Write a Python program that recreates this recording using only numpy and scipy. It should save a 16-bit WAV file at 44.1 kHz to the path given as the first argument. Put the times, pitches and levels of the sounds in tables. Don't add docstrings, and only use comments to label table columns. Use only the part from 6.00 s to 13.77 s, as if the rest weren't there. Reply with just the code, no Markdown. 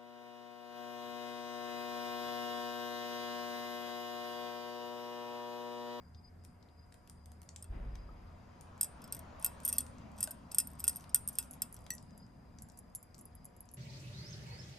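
import sys
import numpy as np
from scipy import signal
from scipy.fft import rfft, irfft, next_fast_len
from scipy.io import wavfile
from scipy.ndimage import uniform_filter1d

SR = 44100
rng = np.random.default_rng(int(sys.argv[2]) if len(sys.argv) > 2 else 0)


def natural_amplitude(level_db):
    exponent = np.asarray(level_db, float) / 20
    return 10 ** exponent


def bounce(signal):
    frames = np.transpose(np.atleast_2d(signal))
    limited = np.clip(frames, -1, 1)
    pcm = np.round(limited * 32767).astype(np.int16)
    wavfile.write(sys.argv[1], SR, pcm)


N = 342657


def evened(x):
    return x / np.sqrt(np.mean(x ** 2) + 1e-20)


def read(points, hz):
    f, value = np.transpose(points)
    return np.interp(np.log(hz + 1), np.log(f + 1), value)


def curve(rows):
    s, *columns = np.transpose(rows)
    return [np.interp(np.arange(N) / SR, s, column) for column in columns]


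def add(mix, s, sound):
    part = mix[..., round(s * SR):][..., :sound.shape[-1]]
    part += sound[..., :part.shape[-1]]


# (frequency [Hz], likeness [0 to 1])
LIKENESS = [(60, 0.96), (150, 0.97), (380, 0.33), (950, 0.11), (2400, 0.27), (5500, 1), (7600, 0.083),
            (15000, 0.7)]
# (frequency [Hz], left over right [dB])
LEFT_LEAN = [(60, 1), (550, 1.5), (1650, 1.5), (5000, 6), (7800, 3.5), (15000, -3.5)]


def noise(spectrum, patchy_db):
    frames, hz = N // 512 + 5, np.fft.rfftfreq(2048, 1 / SR)
    a, b, c, d, patches = rng.standard_normal((frames, 1025, 5)).T
    patches = evened(uniform_filter1d(uniform_filter1d(patches, 12, 0), 8, 1))
    same = np.clip(read(LIKENESS, hz), -1, 1)[:, None]
    left, own = a + 1j * b, c + 1j * d
    right = natural_amplitude(-read(LEFT_LEAN, hz))[:, None] * (same * left + np.sqrt(1 - same ** 2) * own)
    z = np.array([left, right]) * natural_amplitude(read(spectrum, hz)[:, None] + patchy_db * patches)
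    return evened(signal.istft(z, nperseg=2048, noverlap=1536)[1][:, :N])


def whistle(hz, width, steady):
    slow = signal.butter(2, width, fs=SR, output="sos")
    wander = signal.sosfilt(slow, rng.standard_normal((2, N)))
    wander = steady + evened(wander[0]) + 1j * evened(wander[1])
    phase = 2 * np.pi * np.cumsum(hz * np.ones(N)) / SR
    return evened((wander * np.exp(1j * phase)).real)


def ring(modes, factor, spread_db, rise_s):
    hz, db, t60 = np.transpose(modes)[:, :, None]
    t = np.arange(5000) / SR
    strength, detune, damping, beat = rng.standard_normal((4, len(modes), 1))
    db = db + spread_db * strength
    fade_s = np.minimum(t60 * factor * np.exp(0.2 * damping), 0.2)
    sines = natural_amplitude(db - 60 * t / fade_s) * np.sin(2 * np.pi * hz * (1 + 0.0026 * detune) * t)
    sines *= 1 + 0.6 * np.cos(2 * np.pi * 80 * beat * t)
    touch = (1 - np.exp(-t / rise_s)) * (0.42 + 0.31 * np.exp(-t / 0.0033))
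    return sines.sum(0) * touch / np.sqrt((natural_amplitude(db) ** 2).sum())


def crack(hz, width, decay_s, rise_s):
    t = np.arange(3000) / SR
    edges = np.clip([hz - width / 2, hz + width / 2], 200, 16700)
    band = signal.butter(2, edges, "band", fs=SR, output="sos")
    burst = signal.sosfilt(band, rng.standard_normal(3500))[500:]
    burst = burst * np.exp(-t / decay_s) * (1 - np.exp(-t / rise_s))
    return burst / np.sqrt(2 * uniform_filter1d(burst ** 2, 40).max())


# (frequency [Hz], level [dB per Hz])
ROOM_COLOUR = [(20, -32), (44, -8), (86, -5.5), (182, -14.5), (388, -21.5), (760, -24), (2000, -34.5),
               (3700, -51), (9000, -46.5), (12000, -47), (12600, -67)]


def room_tone():
    return natural_amplitude(-59 - 1.0) * noise(ROOM_COLOUR, patchy_db=2.0)


# (frequency [Hz], level [dB])
FRIDGE_NOTES = [(177.6, -71), (238, -71.5), (721, -78.5), (958, -84)]


def fridge():
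    return sum(natural_amplitude(db) * whistle(hz, 2.5, 3.6) for hz, db in FRIDGE_NOTES)


# (frequency [Hz], level [dB per Hz])
TYRE_COLOUR = [(100, -7), (235, -12), (422, -16.5), (602, -8.5), (829, -13.5), (956, -8.5), (1630, -20.5),
               (4990, -33.5), (7000, -34.5), (9100, -70.5)]
# (time [s], nearness [dB])
VEHICLE_NEARNESS = [
    (0, -15.5),
    (1.45, -12.5),
    (2.5, -5),
    (3.5, 0),
    (4.4, -4.5),
    (5.5, -4.5),
    (6.3, -10.5),
    (7.77, -11),
]
# (time [s], pitch [Hz], level [dB])
ENGINE_NOTE = [(0, 80.12, -60), (.45, 85.7, -60.5), (.95, 76.4, -64.5), (2.1, 84, -55.5), (2.7, 88, -58.5),
               (3.3, 75.8, -62), (3.7, 73, -57.5), (4.7, 74.5, -62), (5.5, 63, -61.5), (7.77, 58.1, -75)]


def vehicle():
    lag_s = 0.7
    near_db, = curve(VEHICLE_NEARNESS)
    late_db, = curve([(s + lag_s, db) for s, db in VEHICLE_NEARNESS])
    engine_hz, engine_db = curve(ENGINE_NOTE)
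    wash = natural_amplitude(-54 + 1.344 * near_db) * noise(TYRE_COLOUR, patchy_db=2.0)
    rumble_colour = [(30, -24.5), (60, -7.0), (150, -2.5), (260, -2.0), (330, -27.5), (600, -54.5)]
    rumble = natural_amplitude(-55 + 1.2 * late_db) * noise(rumble_colour, patchy_db=2.5)
    return wash + rumble + natural_amplitude(engine_db) * whistle(engine_hz, 2.8, 0.86)


# (time [s], level [dB], length [s])
NEAR_CALLS = [(.05, -75, .03), (.18, -71.5, 0.022), (.268, -66.5, 0.019), (0.794, -67, 0.012),
              (.835, -76, 0.019), (2.0, -75, 0.058), (5.85, -77, 0.056), (6.1, -80.5, 0.033),
              (6.21, -67.5, 0.032), (6.42, -90.5, .03), (7.27, -84, 0.026), (7.4, -79, .04)]


def crickets():
    t = np.arange(N) / SR
    near = sum(natural_amplitude(db) * np.exp(-0.5 * ((t - s) / length) ** 2) for s, db, length in NEAR_CALLS)
    near = near * whistle(4935 - 140 * np.exp(-t / 0.08), 23, 0.9)
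    chorus = natural_amplitude(-82) * np.array([whistle(4925, 62, 0.1), whistle(4925, 59.5, 0.1)])
    pulse = signal.sosfilt(signal.butter(2, 6.0, fs=SR, output="sos"), rng.standard_normal(N))
    chorus = chorus * natural_amplitude(1.7 * evened(pulse) - 0.6)
    return (chorus + near) * natural_amplitude([[3.0], [-3.0]])


# (time [s], level [dB], centre [Hz])
PASTE_SMACKS = [(0.1468, -62.5, 4370), (.626, -64.5, 5100), (2.6104, -48, 8850), (3.6023, -51, 8900),
                (.687, -68, 3560), (1.4901, -46, 6670), (1.5613, -41, 6270), (3.983, -58, 6400),
                (4.5149, -50.5, 6500), (5.536, -49.5, 7500), (5.981, -50.5, 5920), (6.107, -67, 6400),
                (6.265, -68, 6470), (6.5863, -52, 6400), (6.6986, -56, 7060), (7.1447, -53, 5900),
                (7.6889, -54.5, 6750)]
# (time [s], level [dB], low part [dB])
PASTE_TICKS = [(0.4383, -62, -10), (0.4447, -57.5, -23), (0.449, -52, -8.5), (0.923, -63.5, 6.5),
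               (0.9254, -58, -25), (0.942, -53.5, -7), (1.0748, -57, -3), (1.0976, -46, -13),
               (1.2585, -52.5, -11), (1.3182, -53.5, -10), (1.4175, -49.5, -12), (1.431, -58, -5),
               (1.9542, -59, 6.5), (2.7783, -60, -1), (3.8654, -50, -6), (4.1175, -61.5, -15),
               (4.2742, -40, -5.5), (5.008, -51, -13), (5.041, -58.5, 5.5), (5.79, -55, -15),
               (5.82, -62, -17), (6.72, -61, -20), (6.9, -70, -22), (7.1505, -56, -25),
               (5.4272, -42.5, -16.5), (5.8419, -60, -24), (5.8647, -53.5, 2.5), (6.0265, -54.5, -23),
               (7.181, -53, -29)]
# (time [s], level [dB], pitch [Hz], fade by 60 dB [s])
BOWL_PLOPS = [
    (2.09, -46, 1250, 0.034),
    (4.2755, -36.5, 630, 0.017),
    (4.275, -41.5, 1510, .03),
]


def paste():
    out, t = np.zeros(N), np.arange(2500) / SR
    tick_hz = 9100
    rows = [(s, db, tick_hz, low_db) for s, db, low_db in PASTE_TICKS]
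    rows += [(s, db, hz, -12) for s, db, hz in PASTE_SMACKS]
    for s, db, hz, low_db in rows:
        snap = crack(hz, 0.5 * hz, 0.00081 * (tick_hz / hz) ** 2, 0.0002)
        snap += natural_amplitude(-16.5 - 4.0 * (tick_hz - hz) / 1000) * crack(12000, 11000, 0.0011, 0.0003)
        low = natural_amplitude(low_db - 1.5) * crack(2800, 4900, 0.0023, 0.00043)
        add(out, s, natural_amplitude(db + 2.5) * (snap + low))
    for s, db, hz, t60 in BOWL_PLOPS:
        note = np.sin(2 * np.pi * hz * t) * (1 - np.exp(-t / 0.0019))
        add(out, s, natural_amplitude(db - 60 * t / t60) * note)
    return out


# (frequency [Hz], level
# [dB], fade by 60 dB [s])
LOW_NOTES = [(1420, -9, 0.12), (1880, -13, 0.09), (2650, -9, 0.11), (3190, -11, 0.04), (3360, -9, 0.09),
             (3800, -13, .04), (4360, -10, 0.05), (4700, -11, .03), (5090, 1, 0.08), (5570, -4, 0.04),
             (5880, 0, .055), (6300, -8, 0.03)]
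MIDDLE_NOTES = [(8460, -4, .04), (8820, 1.5, .036), (8960, -4, .015), (9120, -6, .03)]
TOP_NOTES = [(10750, -13, .03), (11140, -8, .035), (11400, -9, .04), (11930, 0, .032), (12230, -8, .03)]
# (frequency [Hz], level [dB], fade by 60 dB [s])
WALL_NOTES = [(5090, -9, .08), (7770, 0, .07), (8050, -11, .035), (9460, -5, .045), (9900, -10, .03),
              (12800, -1, .055)]


def strike(db, low_db, top_db, wall_db):
    factor = 0.99 + 0.0032 * (db + 28.0)
    out = natural_amplitude(low_db + 6.5) * ring(LOW_NOTES, 0.97 * factor, spread_db=4.0, rise_s=0.0007)
    out += natural_amplitude(db + 0.5) * ring(MIDDLE_NOTES, factor, spread_db=1.5, rise_s=0.00027)
    out += natural_amplitude(top_db + 7.0) * ring(TOP_NOTES, factor, spread_db=8.0, rise_s=0.00022)
    out += natural_amplitude(wall_db + 6.0) * ring(WALL_NOTES, factor, spread_db=4.5, rise_s=0.0004)
    add(out, 0, natural_amplitude(top_db - 4) * crack(14800, 3500, 0.0006, 0.00027))
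    add(out, 0, natural_amplitude(db - 14) * crack(11000, 6000, 0.0058, 0.0005))
    add(out, 0, natural_amplitude(low_db - 8.5) * crack(5100, 4700, 0.011, 0.0004))
    return out


# (time [s], middle notes [dB], low
# notes [dB], top notes [dB], wall notes [dB])
LIGHT_TOUCHES = [(1.6252, -37.5, -59, -63, -56.5), (1.6424, -45, -62, -64, -63),
                 (3.0184, -53, -59, -62, -61), (3.041, -48, -56, -57, -55), (3.0769, -51.5, -62, -66, -71),
                 (3.1476, -37, -55, -45, -52), (3.1663, -48, -57.5, -56, -66),
                 (3.192, -42, -61, -49.5, -64), (3.739, -43.5, -61.5, -40, -61),
                 (4.185, -46, -56.5, -63, -57), (4.2455, -47, -55.5, -50, -53),
                 (4.5177, -36.5, -53.5, -50.5, -50.5), (4.672, -38, -63.5, -44, -58),
                 (4.7017, -56, -71, -63, -65), (4.7144, -62.5, -71.5, -60, -75),
                 (4.7329, -54, -69.5, -64, -79), (4.7521, -61, -74, -81, -68),
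                 (4.9593, -38.5, -59.5, -39.5, -66), (4.967, -38, -59, -44, -64),
                 (5.094, -47, -59, -66, -71), (5.293, -35, -60, -53, -65), (5.7646, -52, -58, -62, -62),
                 (3.4256, -37, -57, -53, -60), (3.634, -48, -67, -62, -74), (3.7653, -43.5, -62, -52, -64),
                (4.79, -53, -64, -64, -68), (4.8534, -42, -58, -47, -64), (4.868, -41, -55, -46, -54),
                (5.354, -39, -61, -60, -65)]
# (time [s], middle notes [dB], low notes [dB], top notes [dB], wall notes [dB])
FIRM_BLOWS = [(2.811, -19, -41.5, -28.5, -28.5), (2.831, -18.5, -51.5, -40.5, -36),
              (2.8439, -33, -54, -44, -43), (3.1241, -26.5, -45, -38, -52),
              (3.4458, -20, -41, -21.5, -38.5), (3.462, -25, -47, -32.5, -38),
              (3.6504, -25.5, -57, -29.5, -54.5), (3.6533, -32, -48.5, -34, -56.5),
              (3.662, -27.5, -55, -52, -56), (3.678, -29, -48, -29, -52.5),
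              (3.6866, -26.5, -56.5, -33, -55), (3.691, -26, -48.5, -46, -54),
              (3.6977, -29.5, -55, -48, -51.5), (3.7273, -22, -45, -37, -55.5),
              (3.7831, -17.5, -42, -26.5, -31.5), (3.8062, -28, -50.5, -47.5, -59),
              (4.2063, -28.5, -47, -38, -44.5), (4.2287, -20.5, -47.5, -34.5, -34),
              (4.2393, -22.5, -49.5, -35.5, -40), (4.3086, -37.5, -58.5, -41, -56),
              (4.3139, -33.5, -60, -55, -63), (4.5461, -25, -46.5, -41, -42), (4.5842, -13, -37, -26, -26),
              (4.6008, -22.5, -46, -42, -34), (4.7959, -37.5, -63.5, -47.5, -54.5),
              (4.8025, -38.5, -53.5, -42, -46), (4.841, -24, -44, -34, -40),
              (4.879, -13.5, -37.5, -28, -30), (4.8944, -29.5, -52, -36, -39),
              (5.1455, -11.5, -38.5, -23.5, -31), (5.158, -22.5, -48, -40.5, -47),
              (5.276, -30, -57, -31.5, -56), (5.2865, -29, -52.5, -37, -57),
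              (5.3857, -21, -39.5, -28.5, -29.5), (5.6197, -22.5, -40.5, -31, -30)]


def jar():
    out = np.zeros(N)
    for s, *levels_db in FIRM_BLOWS + LIGHT_TOUCHES:
        add(out, s, strike(*levels_db))
    return out


# (frequency [Hz], level [dB per Hz])
DOOR_RATTLE = [(60, -34), (110, 0), (150, -4), (330, -12), (1000, -21.5), (2500, -29.5), (7000, -60)]


def door():
    seconds = np.arange(N) / SR
    since = seconds - 1.712
    slam = natural_amplitude(-34.5) * np.cos(2 * np.pi * 50 * since) * np.exp(-0.5 * (since / 0.0065) ** 2)
    t = np.maximum(seconds - 1.68, 0)
    boom = evened(whistle(36, 6, 3) + whistle(53, 4, 4))
    swell = np.minimum(t / 0.034, 1) * natural_amplitude(-43 - 44.5 * np.maximum(t - 0.2, 0))
    slowing_s = 0.3
    fade_db = 45.5 * slowing_s * np.log1p(t / slowing_s)
    rattle = np.minimum(t / 0.057, 1) ** 2 * natural_amplitude(-47.5 - fade_db)
    return slam + swell * boom + rattle * noise(DOOR_RATTLE, patchy_db=0.0)


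# (time [s], level [dB], pitch [Hz], fade by 60 dB [s])
HIGH_RINGS = [
    (3.1235, -40, 15600, .07),
    (3.727, -32, 15400, .03),
    (4.52, -42, 14800, .02),
    (4.5845, -26, 14900, .02),
    (4.805, -42, 14600, .03),
    (5.386, -29, 14700, .11),
]


def shimmers():
    out = np.zeros(N)
    for s, db, hz, t60 in HIGH_RINGS:
        pair = [(hz - 250, -3, t60), (hz + 250, -3, t60)]
        add(out, s, natural_amplitude(db) * ring(pair, 0.99, spread_db=-0.5, rise_s=0.0004))
    return out


# (start [s], length [s], level [dB])
WALL_DRAGS = [
    (3.396, 0.075, -70.5),
    (3.635, 0.14, -58.5),
    (4.157, 0.13, -66),
    (4.507, 0.13, -70.5),
    (4.77, 0.28, -69.5),
    (5.315, 0.15, -68.5),
]


def drag():
    t = np.arange(N) / SR
    stroke = np.zeros(N)
    for s, length, db in WALL_DRAGS:
        stroke += natural_amplitude(db) * np.sqrt(np.clip(1 - (2 * (t - s) / length - 1) ** 2, 0, 1))
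    slips_per_s, spread_db = 430, 4
    strength = natural_amplitude(spread_db * np.minimum(rng.exponential(1, N), 4))
    slips = stroke * strength * (rng.random(N) < slips_per_s / SR)
    place = rng.integers(0, 4, N)
    out = np.zeros(N)
    for k in range(4):
        knock = strike(0, -3.0, -8.5, -14.5) * np.exp(-t[:5000] / 0.0047)
        out += signal.oaconvolve(slips * (place == k), knock)[:N]
    return out


# (time [s], blow [dB], lower notes [dB], top note [Hz])
TIP_TAPS = [(3.3968, -51.5, -58, 11200), (5.329, -49, -57, 11300), (5.51, -42, -52, 11100),
            (5.5307, -49, -66, 11200), (5.541, -52, -65, 11410), (5.7264, -45, -59, 11100),
            (5.743, -46, -50.5, 11100), (5.8057, -61, -68, 11100), (5.937, -45, -53, 11100),
            (5.951, -45.5, -54, 11100), (6.177, -55.5, -62, 11100), (6.6212, -44, -48.5, 11100),
            (6.6867, -59, -57, 10800), (6.774, -54.5, -54.5, 10900), (6.789, -45.5, -58, 11040),
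            (6.95, -36.5, -43, 11070), (6.958, -39, -51, 11170), (7.0281, -50, -58, 11100),
            (7.189, -52, -51.5, 10860), (7.211, -51, -61, 11100), (7.2544, -48.5, -65, 10950),
            (7.3522, -50, -70, 11100), (7.4455, -52, -62, 11100), (7.4537, -43, -54, 11020),
            (7.565, -60, -64, 11200), (7.6064, -44.5, -66, 11200), (7.655, -65, -68, 11100),
            (7.7147, -55, -69, 11100), (7.7382, -47, -59.5, 11160), (7.7432, -49, -66, 11140)]
# (frequency [Hz], level [dB], fade by 60 dB [s])
TIP_LOW_NOTES = [(5870, -8, 0.037), (6430, -9.5, 0.013), (6750, -6, 0.016), (7270, 0.5, 0.23),
                 (7880, -8.5, .03), (8300, -2, 0.049)]
TIP_TOP_NOTES = [(11500, -8, .03), (10995, 9, 0.078), (11100, 4.5, 0.051), (11800, -12.5, 0.023),
                 (12200, -10.5, 0.045)]


def tip():
    out = np.zeros(N)
    for s, db, low_db, hz in TIP_TAPS:
        top = [(f * hz / 11060, note_db, t60) for f, note_db, t60 in TIP_TOP_NOTES]
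        add(out, s, natural_amplitude(db + 2.0) * ring(top, 1.0, spread_db=5.0, rise_s=0.000057))
        add(out, s, natural_amplitude(low_db - 2.0) * ring(TIP_LOW_NOTES, 0.79, spread_db=4.5, rise_s=0.00083))
        add(out, s, natural_amplitude(db - 14.0) * crack(hz, 3000, 0.005, 0.00033))
        add(out, s, natural_amplitude(low_db - 2.5) * crack(7840, 3500, 0.0063, 0.00038))
    return out


# (time [s], level [dB])
RIM_HIT = [
    (5.904, -26.5),
]
# (frequency [Hz], level [dB], fade by 60 dB [s])
RIM_NOTES = [(1910, -7, .085), (2640, -17, .05), (3500, -19, .04), (4390, -11, .05), (5200, -15, .04),
             (5960, 0, .055), (6260, -16, .03), (7480, -14, .04), (7810, 1.5, .055), (8860, -15, .03),
             (9680, -8, .04), (11500, -11, .03), (11990, -11, .03)]


def rim():
    out = np.zeros(N)
    for s, db in RIM_HIT:
        add(out, s, natural_amplitude(db + 1.0) * ring(RIM_NOTES, 1.74, spread_db=3.0, rise_s=0.0012))
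        add(out, s, natural_amplitude(db - 23.5) * crack(3500, 7000, 0.0091, 0.00022))
        add(out, s, natural_amplitude(db - 1.0) * crack(11800, 7000, 0.0014, 0.00026))
    return out


# (frequency [Hz], fade by 60 dB [s])
ECHO_FADE = [(500, 0.31), (2000, 0.34), (6000, 0.16), (9000, 0.31), (13000, 0.13)]


def kitchen(x):
    taps = np.zeros((2, 20000))
    at = np.arange(160, 19980, 20) + rng.integers(0, 20, (2, 991))
    np.put_along_axis(taps, at, rng.choice([-1., 1.], at.shape), 1)
    hz, t, z = signal.stft(taps, SR, nperseg=128)
    same = np.clip(0.36 * read(LIKENESS, hz), -1, 1)[:, None]
    z = np.array([z[0], same * z[0] + np.sqrt(1 - same ** 2) * z[1]])
    fade = natural_amplitude(-60 * t / read(ECHO_FADE, hz)[:, None])
    tail = signal.istft(z * fade, SR, nperseg=128)[1]
    return signal.fftconvolve(x[None], tail / np.linalg.norm(tail[0]), axes=1)[:, :N]


def leaning(x, points):
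    size = next_fast_len(N)
    half = natural_amplitude(read(points, np.fft.rfftfreq(size, 1 / SR)) / 2)
    return irfft(rfft(x, size) * np.array([half, 1 / half]), size)[:, :N]


def scene():
    background = room_tone() + fridge() + vehicle() + crickets() + door()
    wet = paste()
    near = jar() + shimmers() + drag() + tip() + rim()
    direct = leaning(near, [(1900, 0.47), (2650, 4.3), (3400, 3.4), (5000, 0.3), (7000, 0.99), (7700, 0.4)])
    direct += leaning(wet, [(1500, 3.2), (3000, 5.2), (5500, 11.7), (7200, 1.8), (7800, 0.4)])
    echoes = kitchen(natural_amplitude(-20.5) * near + natural_amplitude(-6.5) * wet)
    return direct + echoes + background


def hushed(x):
    hz, t, z = signal.stft(np.array([x[0] + x[1], x[0] - x[1]]) / 2, SR, nperseg=1024)
    band = np.arange(len(hz)) // 16
    power = np.add.reduceat(abs(z) ** 2, np.arange(0, len(hz), 16), axis=1)[:, band]
    hiss = np.median(power[0, abs(hz - 11300) < 300])
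    loudest = power[:, hz > 7000].max((0, 1))
    weak = abs(hz[:, None] - 10200) < 450
    top = hz[:, None] > 13400
    limit = hiss * natural_amplitude(2 * (-16.5 + 15 * weak + 22 * top)) + loudest * natural_amplitude(2 * -39.0)
    keep = np.where(hz[:, None] > 8000, 1 / (1 + (limit / (power + 1e-30)) ** 4), 1)
    mid, side = signal.istft(z * keep, SR, nperseg=1024)[1][:, :N]
    return np.array([mid + side, mid - side])


def low_pass(x):
    return signal.sosfilt(signal.butter(12, 16800, fs=SR, output="sos"), x)


# (frequency [Hz],
# left leads by [radians])
LEFT_LEAD = [(1500, .1), (2650, .6), (3400, .2), (5100, .8), (5900, .3), (7750, 1.1), (8800, -.5),
             (9470, -1.85), (11000, -4.4), (11950, -6.2), (12800, -7.7), (16800, -15)]


def record(dry):
    size = next_fast_len(N)
    hz = np.fft.rfftfreq(size, 1 / SR)
    lead = np.interp(hz, *np.transpose(LEFT_LEAD)) / 2
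    colour = natural_amplitude(read([(12900, 0.0), (13900, -22), (14700, -13), (16000, -18), (17000, -39)], hz))
    shift = np.exp(1j * np.array([lead, -lead]))
    shifted = irfft(rfft(dry, size, axis=1) * colour * shift, size, axis=1)[:, :N]
    mix = hushed(shifted)
    return low_pass(mix)


dry = scene()
out = record(dry)
bounce(out)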